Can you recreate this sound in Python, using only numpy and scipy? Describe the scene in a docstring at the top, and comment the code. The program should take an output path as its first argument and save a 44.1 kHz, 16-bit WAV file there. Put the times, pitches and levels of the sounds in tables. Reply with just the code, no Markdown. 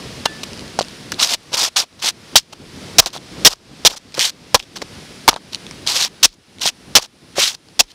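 """Outdoors on a gritty concrete slab, a small camera microphone close to a pair of stiletto shoes.
They stamp, skid and scrape: sand cracks under the sole, the heel tip ticks, the shoe knocks,
and one toe sets an iron loop in the slab ringing. Far surf and light wind fill the gaps.
The camera's gain control ducks them after each loud contact, and the hardest stamps overload it."""
import sys
import numpy as np
from scipy import signal
from scipy.fft import rfft, irfft, next_fast_len
from scipy.io import wavfile
from scipy.ndimage import uniform_filter1d

SR = 44100
rng = np.random.default_rng(int(sys.argv[2]) if len(sys.argv) > 2 else 0)


def materialize(psi):
    """Save the field psi as 16-bit PCM at rate SR to the path in sys.argv[1].

    A 1-D psi becomes a single channel; in a 2-D psi each row is a channel.
    """
    bounded = np.clip(np.atleast_2d(psi).T, -1, 1)
    quanta = np.round(bounded * 32767).astype(np.int16)
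    wavfile.write(sys.argv[1], SR, quanta)


N = 350154

# modes of the heel tip: pitch_hz, level_db, t60_s
HEEL_MODES = [(2922, -7, 0.0076), (4510, 6, 0.0031), (6000, 3.5, 0.0019), (9080, -10.5, 0.0044)]
# slow swell of the background: time_s, surf_db, wind_db
AMBIENCE_LEVELS = [(0, -36.5, -34), (1, -40, -39.5), (2, -41.5, -42.5), (3, -38, -34), (4, -34, -31.5),
                   (5.1, -41.5, -41.5), (6, -41.5, -40), (7, -44.5, -40.5), (8, -43.5, -44.5)]


def sliding_shoes():
    """Close up: sand cracks under the sliding shoe; the jolts ring the heel tip and shake the sole."""
    t = np.arange(N) / SR
    crunch, thud, squeal_hz = np.zeros(N), np.zeros(N), np.full(N, 4500.)
    for time_s, crunch_db, thud_re_crunch_db, pitch_hz in footwork():
        on = (t >= time_s[0]) & (t < time_s[-1])
        crunch[on] += gain_of(np.interp(t[on], time_s, crunch_db))
        thud[on] += gain_of(np.interp(t[on], time_s, crunch_db + thud_re_crunch_db))
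        squeal_hz[on] = np.interp(t[on], time_s, pitch_hz)
    overload_thump = resonate(crunch, 55, 22)  # short and low, as a hard stamp overloads the camera
    overload_tail = resonate(resonate(crunch, 31, 24), 31, 24)  # a deep tail after the hardest stamps
    decay = np.exp(-1 / (0.024 * SR))
    trickle = signal.lfilter([1 - decay], [1, -decay], crunch)  # loose sand runs on after the shoe stops
    crunch = crunch + gain_of(-29) * trickle
    cracks = grains(per_s=4000, spread_db=4.03, clump_db=2.8)
    crunch *= gain_of(1.5 * drift(0.014))  # the sole catches and lets go
    shoe = crushed_sand(crunch, cracks, squeal_hz) + thud * flexing_sole()
    return shoe + gain_of(-23.5) * overload_thump + gain_of(-13) * overload_tail


def footwork():
    """Each stamp, scuff and drag as curves: time_s, crunch_db, thud_re_crunch_db, pitch_hz."""
    # hard stamps that skid on:
    # start_s, skid_s, stop_s, landing_db, full_weight_db, thud_re_crunch_db, pitch_hz
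    stamps = [(0.255, 0.0043, .014, -21, -7.5, -1, 3140), (0.791, 0.0082, 0.01, -13.5, -23.5, -6, 4330),
              (1.12, 0.0016, 0.024, -15.5, -20.5, -15, 5200), (2.358, 0.028, 0.029, 14.5, 3.5, -24.5, 4570),
              (2.984, .016, 0.011, 0.5, 22, -11, 5470), (3.06, .009, 0.037, -9, -4, -11, 3500),
              (3.449, 0.026, 0.021, 3.5, 24.5, -15.5, 5130), (3.85, 0.024, 0.019, 8, 21, -17.5, 4100),
              (4.545, 0.0073, .022, 9, 13, -6.5, 3860), (5.279, 0.0021, .012, 1, -4, 5, 3980),
              (5.287, .005, .015, 3, 14, -5, 3215), (6.229, .028, .011, -7, 18, -17, 5090),
              (6.953, 0.022, 0.028, 3.5, 13, -14, 3470), (7.793, 0.014, 0.018, -5.5, 12.5, -14.5, 5230)]
    land_s, settle_db = 0.0013, 15.5  # as the skid dies the sole settles: more thud against the crunch
    for start_s, skid_s, stop_s, landing_db, full_db, thud_db, pitch_hz in stamps:
        time_s = np.cumsum([start_s - land_s, land_s, skid_s, stop_s])
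        crunch_db = np.array([-62, landing_db, full_db, full_db - 43.5])
        yield time_s, crunch_db, thud_db + np.array([0, 0, 0, settle_db]), np.full(4, pitch_hz)
    # light rubs of toe or heel: start_s, length_s, first_db, last_db, thud_re_crunch_db, pitch_hz
    scuffs = [(0.433, .004, -30.5, -18.5, -14, 4430), (0.819, 0.0089, -27, -28, -14, 3760),
              (1.993, .016, -33, -34.5, -12, 3490), (2.526, .007, -26, -17.5, -7, 3420),
              (3.014, .026, -17.5, -16, -4, 4920), (3.047, .006, -21.5, -21.5, -1.5, 5000),
              (3.131, 0.044, -21, -19.5, -8, 3900), (3.497, 0.038, -13.5, -7.5, -2, 4300),
              (3.891, 0.026, -12.5, -5.5, -6, 4050), (3.927, 0.028, -12.5, -24, -0.5, 5250),
              (3.963, .013, -11.5, -10.5, -13.5, 5470), (4.147, 0.019, -18, -31.5, -6.5, 5520),
              (4.574, .006, -25, -24.5, -3, 3000), (4.626, 0.013, -30.5, -32.5, -12, 3190),
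              (4.595, 0.016, -16, -27, -14, 3160), (4.759, .016, -23.5, -23.5, -6.5, 5000),
              (4.815, 0.0082, -33, -20.5, -3, 4840), (5.314, 0.035, -25.5, -38, 6.5, 2900),
              (5.361, .018, -25.5, -31.5, 0, 4360), (5.524, .036, -31, -36, -10.5, 3490),
              (6.268, 0.015, -22, -36, -8, 4490), (6.29, .052, -48, -33, -9, 4860),
              (6.994, 0.014, -14.5, -25.5, 2, 4200), (7.013, 0.017, -20.5, -12.5, -11, 5700),
              (7.039, 0.024, -17.5, -31, -7, 4420), (7.825, .018, -39.5, -33.5, -7, 5200),
              (7.88, .04, -40, -33, -24, 3970)]
    touch_s, lift_s, fade_db = 0.0039, 0.008, 23
    for start_s, length_s, first_db, last_db, thud_db, pitch_hz in scuffs:
        time_s = np.cumsum([start_s - touch_s, touch_s, length_s, lift_s])
        crunch_db = np.array([first_db - fade_db, first_db, last_db, last_db - fade_db])
        yield time_s, crunch_db, thud_db, np.full(4, pitch_hz)
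    # long drags of the sole: thud_re_crunch_db, first_hz, last_hz, pressure curve of (time_s, crunch_db)
    drags = [ (-15.5, 4500, 4370, [(1.174, -53), (1.198, -18.5), (1.236, -4.5), (1.27, -15.5), (1.346, -4),
             (1.362, -43.5)]), (-13.5, 4300, 4900, [(1.518, -33), (1.545, -12.5), (1.565, -26.5),
             (1.573, -10.5), (1.645, -5.5), (1.687, -16), (1.695, -48)]), (-12, 4200, 3300, [(1.757, -44.5),
             (1.761, -19.5), (1.767, -2.5), (1.8, -1.5), (1.841, -18.5), (1.855, -52.5)]),
             (-16, 4600, 3100, [(2.012, -43), (2.024, -16), (2.088, -5), (2.106, -18), (2.118, -56)]),
             (-19.5, 1500, 5200, [(4.16, -31.5), (4.181, -13), (4.189, -26), (4.195, -8), (4.218, 0),
             (4.263, 3), (4.303, -11.5), (4.309, -36)]), (-16, 4300, 3900, [(5.858, -67), (5.866, -20.5),
             (5.916, -13.5), (5.936, -21.5), (5.965, -12.5), (5.999, -11.5), (6.055, -10.5), (6.081, -26)]),
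             (-16, 4000, 3400, [(6.604, -36.5), (6.618, -16.5), (6.65, -22), (6.66, -9.5), (6.686, -7.5),
             (6.7, -18), (6.712, -67.5)]), (-22.5, 1700, 5700, [(7.354, -33), (7.4, -5), (7.414, -4.5),
             (7.43, -2.5), (7.439, 4.5), (7.448, -1), (7.49, -2.5), (7.536, -23.5), (7.55, -14),
             (7.56, -47)]), ]
    for thud_db, first_hz, last_hz, pressure in drags:
        time_s, crunch_db = np.transpose(pressure)
        extra_thud_db = 0.42 * (crunch_db.max() - crunch_db)  # light pressure favours the thud
        pitch_hz = np.interp(time_s, time_s[[0, -1]], [first_hz, last_hz])
        yield time_s, crunch_db, thud_db + extra_thud_db, pitch_hz


def crushed_sand(crunch, cracks, squeal_hz):
    """Grains of each size ring briefly at their own pitch; the heel tip squeals a little over them."""
    # spectrum of crushed sand: frequency_hz, level_db
    sand_spectrum = [(710, -37.5), (1200, -12.5), (2270, -8.5), (3290, -2.5), (5710, -1.5), (13000, -22.5),
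                     (16000, -51)]
    ringing = sum(resonate(grains(2500, 2.6, 2.4), hz, 0.4 * hz) for hz in np.geomspace(1500, 13000, 6))
    sand = unit_rms(coloured(unit_rms(ringing) + 0.58 * cracks, sand_spectrum))
    squeal = unit_rms(resonate(cracks, squeal_hz * (1 + 0.15 * drift(0.006)), 800))
    dull_sand = unit_rms(resonate(sand, 3100, 5000))
    brightness = np.clip(crunch / gain_of(-18), 0.25, 1)  # light pressure breaks few of the finest grains
    return crunch * unit_rms(brightness * sand + (1 - brightness) * dull_sand + 0.59 * squeal)


def flexing_sole():
    """Jolted by the grit, the sole gives a dull, wandering note."""
    pitch_hz = 800 * (1 + 0.27 * np.tanh(drift(0.011)))
    jolts = grains(per_s=2500, spread_db=3.05, clump_db=1.1)
    return unit_rms(resonate(resonate(jolts, pitch_hz, 800), pitch_hz, 870))


def heel_taps():
    """Each blow ticks on the heel tip and knocks the shoe, higher or lower by where it lands."""
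    # heel blows and single cracks of grit: start_s, tick_peak_db, knock_peak_db, knock_hz
    blows = [(0.2583, -1.5, 1, 867), (0.4335, -13, -22.5, 650), (0.5327, -18.5, -42, 450),
             (0.5756, -23, -36, 450), (0.5936, -20, -34, 450), (0.6085, -24, -42, 450),
             (0.679, -25, -35, 450), (0.7897, -4.5, -1, 770), (0.7986, -8, -33, 940),
             (0.8096, -10.5, -5, 577), (0.8153, -7, -19, 740), (0.827, -14, -32, 780),
             (0.841, -24, -40, 450), (0.848, -22, -40, 450), (0.884, -20, -38, 450),
             (1.1215, -18, -12.5, 1620), (1.125, -29, -15, 1620), (1.1383, -19, -34, 450),
             (1.1433, -15, -39, 450), (1.195, -6, -28, 980), (1.2001, 0.5, -29, 1010),
             (1.237, -2, -18, 1400), (1.5314, -6, -21, 450), (1.5416, -1, -13, 534), (1.7626, 3, -11, 1490),
             (1.9277, -27, -44, 450), (2.356, 5, 1, 830), (2.5323, -16, -19, 1220), (2.9844, 13, 0, 1670),
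             (3.063, 0, 0, 770), (3.104, -14, -35, 600), (3.153, -30, -15, 700), (3.163, -22, -9, 760),
             (3.179, -11, -33, 600), (3.4524, 16.5, -20, 1200), (3.8505, 9, -17, 1830),
             (3.97, -6, -27, 1410), (4.1225, -17, -40, 500), (4.143, -6.5, -20, 500),
             (4.1793, -30, -2.5, 517), (4.1849, -30, -6, 500), (4.1935, 10.5, -13, 1080),
             (4.5447, 17, 13.5, 877), (4.6, -12, 0, 2800), (4.761, -29, -15, 1510), (4.7698, -10, -32, 584),
             (4.7856, -17, -40, 1230), (4.8185, -14, -10, 2030), (4.823, -20, -10.5, 487),
             (5.2793, 16, 12.5, 995), (5.286, 27.5, 21.5, 1013), (5.3103, -5, -12, 920),
             (5.3305, -9, -2.5, 955), (5.3412, -5, -14, 500), (5.3622, -6.5, -4.5, 845),
             (5.5333, -9, -32, 834), (5.547, -2.5, -39, 1760), (5.556, -12, -39, 450),
             (5.6664, -17, -35, 450), (5.711, -18.5, -30, 1070), (5.8741, 0.5, -37, 1570),
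             (5.881, -4, -33, 530), (5.901, -23, -36, 730), (5.9054, -5, -35, 710), (6.2322, 14, -18, 1660),
             (6.585, -21, -41, 450), (6.5959, -21, -41, 840), (6.6572, -1, -4.5, 780),
             (6.9522, -14, -7, 606), (6.984, 17.5, 6.5, 576), (7.3827, -16, -3.5, 590),
             (7.388, -25, -6.5, 557), (7.6862, -23.5, -33, 794), (7.7927, -7, -11, 1070),
             (7.805, 14, 7, 815)]
    # modes of the shoe's body: pitch_hz, level_db, t60_s
    shoe_modes = [(296, -15.5, 0.025), (656, -8.5, 0.0078), (996, 14, 0.0055), (1750, 2.5, 0.0065)]
    strongest_hz = max(shoe_modes, key=lambda mode: mode[1])[0]
    out = np.zeros(N)
    for start_s, tick_db, knock_db, knock_hz in blows:
        tick = ring(HEEL_MODES, detune=1 + 0.12 * rng.standard_normal(len(HEEL_MODES)))
        knock = ring(shoe_modes, detune=knock_hz / strongest_hz, rise_s=0.001)
        add(out, start_s, gain_of(tick_db) * tick / abs(tick).max())
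        add(out, start_s, gain_of(knock_db) * knock / abs(knock).max())
    return out


def stray_grains():
    """Loose grains crack now and then: faint ticks, pitched above the heel tip."""
    level_db = -46.5 + 4.4 * np.minimum(rng.exponential(1, N), 4)
    cracks = gain_of(level_db) * (rng.random(N) < 25 / SR)  # about 25 a second
    tick = ring([(1.3 * hz, db, t60_s) for hz, db, t60_s in HEEL_MODES], size=512)
    return signal.oaconvolve(cracks, tick)[:N]


def iron_loop():
    """A toe touches the iron loop once and leaves it ringing."""
    # modes of the loop: pitch_hz, level_db, t60_s
    iron_modes = [(1540, -27, 0.081), (1750, -30, 0.59), (2800, -14, 0.053), (3451, -24, 0.1)]
    out = np.zeros(N)
    add(out, start_s=0.258, sound=ring(iron_modes, size=SR))
    return out


def background():
    """Far surf on a slow swell, lumpy wind on the microphone, and the microphone's own hiss."""
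    # spectrum of distant surf: frequency_hz, level_db
    surf_spectrum = [(40, -32.5), (300, -1.5), (600, -2), (1250, -2), (2000, -1.5), (5200, -1.5),
                     (6600, -8.5), (9700, -14), (16000, -32)]
    time_s, surf_db, wind_db = np.transpose(AMBIENCE_LEVELS)
    t = np.arange(N) / SR
    surf = unit_rms(coloured(rng.standard_normal(N), surf_spectrum))
    surf *= gain_of(np.interp(t, time_s, surf_db))
    wind = unit_rms(resonate(resonate(rng.standard_normal(N), 170, 420), 170, 420))
    wind *= gain_of(np.interp(t, time_s, wind_db) + 2.4 * drift(0.032))
    hiss = unit_rms(resonate(rng.standard_normal(N), 9600, 700)) * gain_of(-57)
    return surf + wind + hiss


def grains(per_s, spread_db, clump_db):
    """Cracks of random sign and size, in clumps a few milliseconds long."""
    sizes = gain_of(spread_db * np.minimum(rng.exponential(1, N), 5)) * rng.choice([-1., 1.], N)
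    cracks = sizes * (rng.random(N) < per_s / SR)
    return unit_rms(cracks * gain_of(clump_db * drift(0.0029)))


def ring(modes, detune=1, rise_s=0.00033, size=2048):
    """Dying sines of a struck body, building up over the contact; modes tuned higher die sooner."""
    t = np.arange(size) / SR
    tones = sum(gain_of(db - 60 * t / t60_s * ratio ** 0.8) * np.sin(2 * np.pi * hz * ratio * t)
                for (hz, db, t60_s), ratio in zip(modes, detune * np.ones(len(modes))))
    return tones * (1 - np.exp(-t / rise_s))


def resonate(x, hz, width_hz):
    """A resonance that can glide: shifts hz down to zero, smooths, and shifts back."""
    carrier = np.exp(2j * np.pi * np.cumsum(hz * np.ones(len(x))) / SR)
    pole = np.exp(-np.pi * width_hz / SR)
    return 2 * (carrier * signal.lfilter([1 - pole], [1, -pole], x / carrier)).real


def coloured(x, spectrum):
    """Equalises x along points of frequency_hz, level_db."""
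    point_hz, point_db = np.transpose(spectrum)
    size = next_fast_len(len(x))
    hz = np.fft.rfftfreq(size, 1 / SR)
    curve_db = np.interp(np.log(hz + 1), np.log(point_hz + 1), point_db)
    return irfft(rfft(x, size) * gain_of(curve_db), size)[:len(x)]


def drift(smooth_s):
    """A smooth random wander with rms 1."""
    size = max(round(smooth_s * SR), 2)
    return unit_rms(uniform_filter1d(uniform_filter1d(rng.standard_normal(N), size), size))


def gain_of(db):
    """Decibels to an amplitude factor."""
    return 10 ** (np.asarray(db) / 20)


def unit_rms(x):
    """Scales to rms 1."""
    return x / np.sqrt(np.mean(x ** 2) + 1e-20)


def add(mix, start_s, sound):
    """Mixes a sound in at start_s."""
    part = mix[round(start_s * SR):][:len(sound)]
    part += sound[:len(part)]


def scene():
    """Open air, mono, no echo: the shoes close up over the background."""
    return (sliding_shoes() + heel_taps() + stray_grains() + iron_loop() + background())[None]


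def record(dry):
    """The camera: a small capsule, gain control that follows its own output, overload and a band limit."""
    thinned = signal.sosfilt(signal.butter(2, 70, "high", fs=SR, output="sos"), dry)  # deep bass is lost
    block, threshold_db, headroom = 88, -19, gain_of(3)
    fall_per_block, rise_db_per_s, pull_per_s = 0.0863, 31, 1.14
    gain_db = [0]
    for part in np.resize(thinned[0], (N // block + 1, block)):
        sensed = np.clip(part * gain_of(gain_db[-1]), -headroom, headroom)
        over_db = max(10 * np.log10(np.mean(sensed ** 2) + 1e-12) - threshold_db, 0)
        recovery_db = (rise_db_per_s - pull_per_s * gain_db[-1]) * block / SR
        gain_db.append(min(0, gain_db[-1] + recovery_db - fall_per_block * over_db))
    ducked = thinned * gain_of(np.interp(np.arange(N) / block, np.arange(len(gain_db)), gain_db))
    clipped = np.clip(ducked, -1, 1)
    lowpass = signal.firwin(255, 15700, window=("kaiser", 4), fs=SR)
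    return np.clip(signal.oaconvolve(clipped, lowpass[None], "same"), -1, 1)


dry = scene()
out = record(dry)
materialize(out)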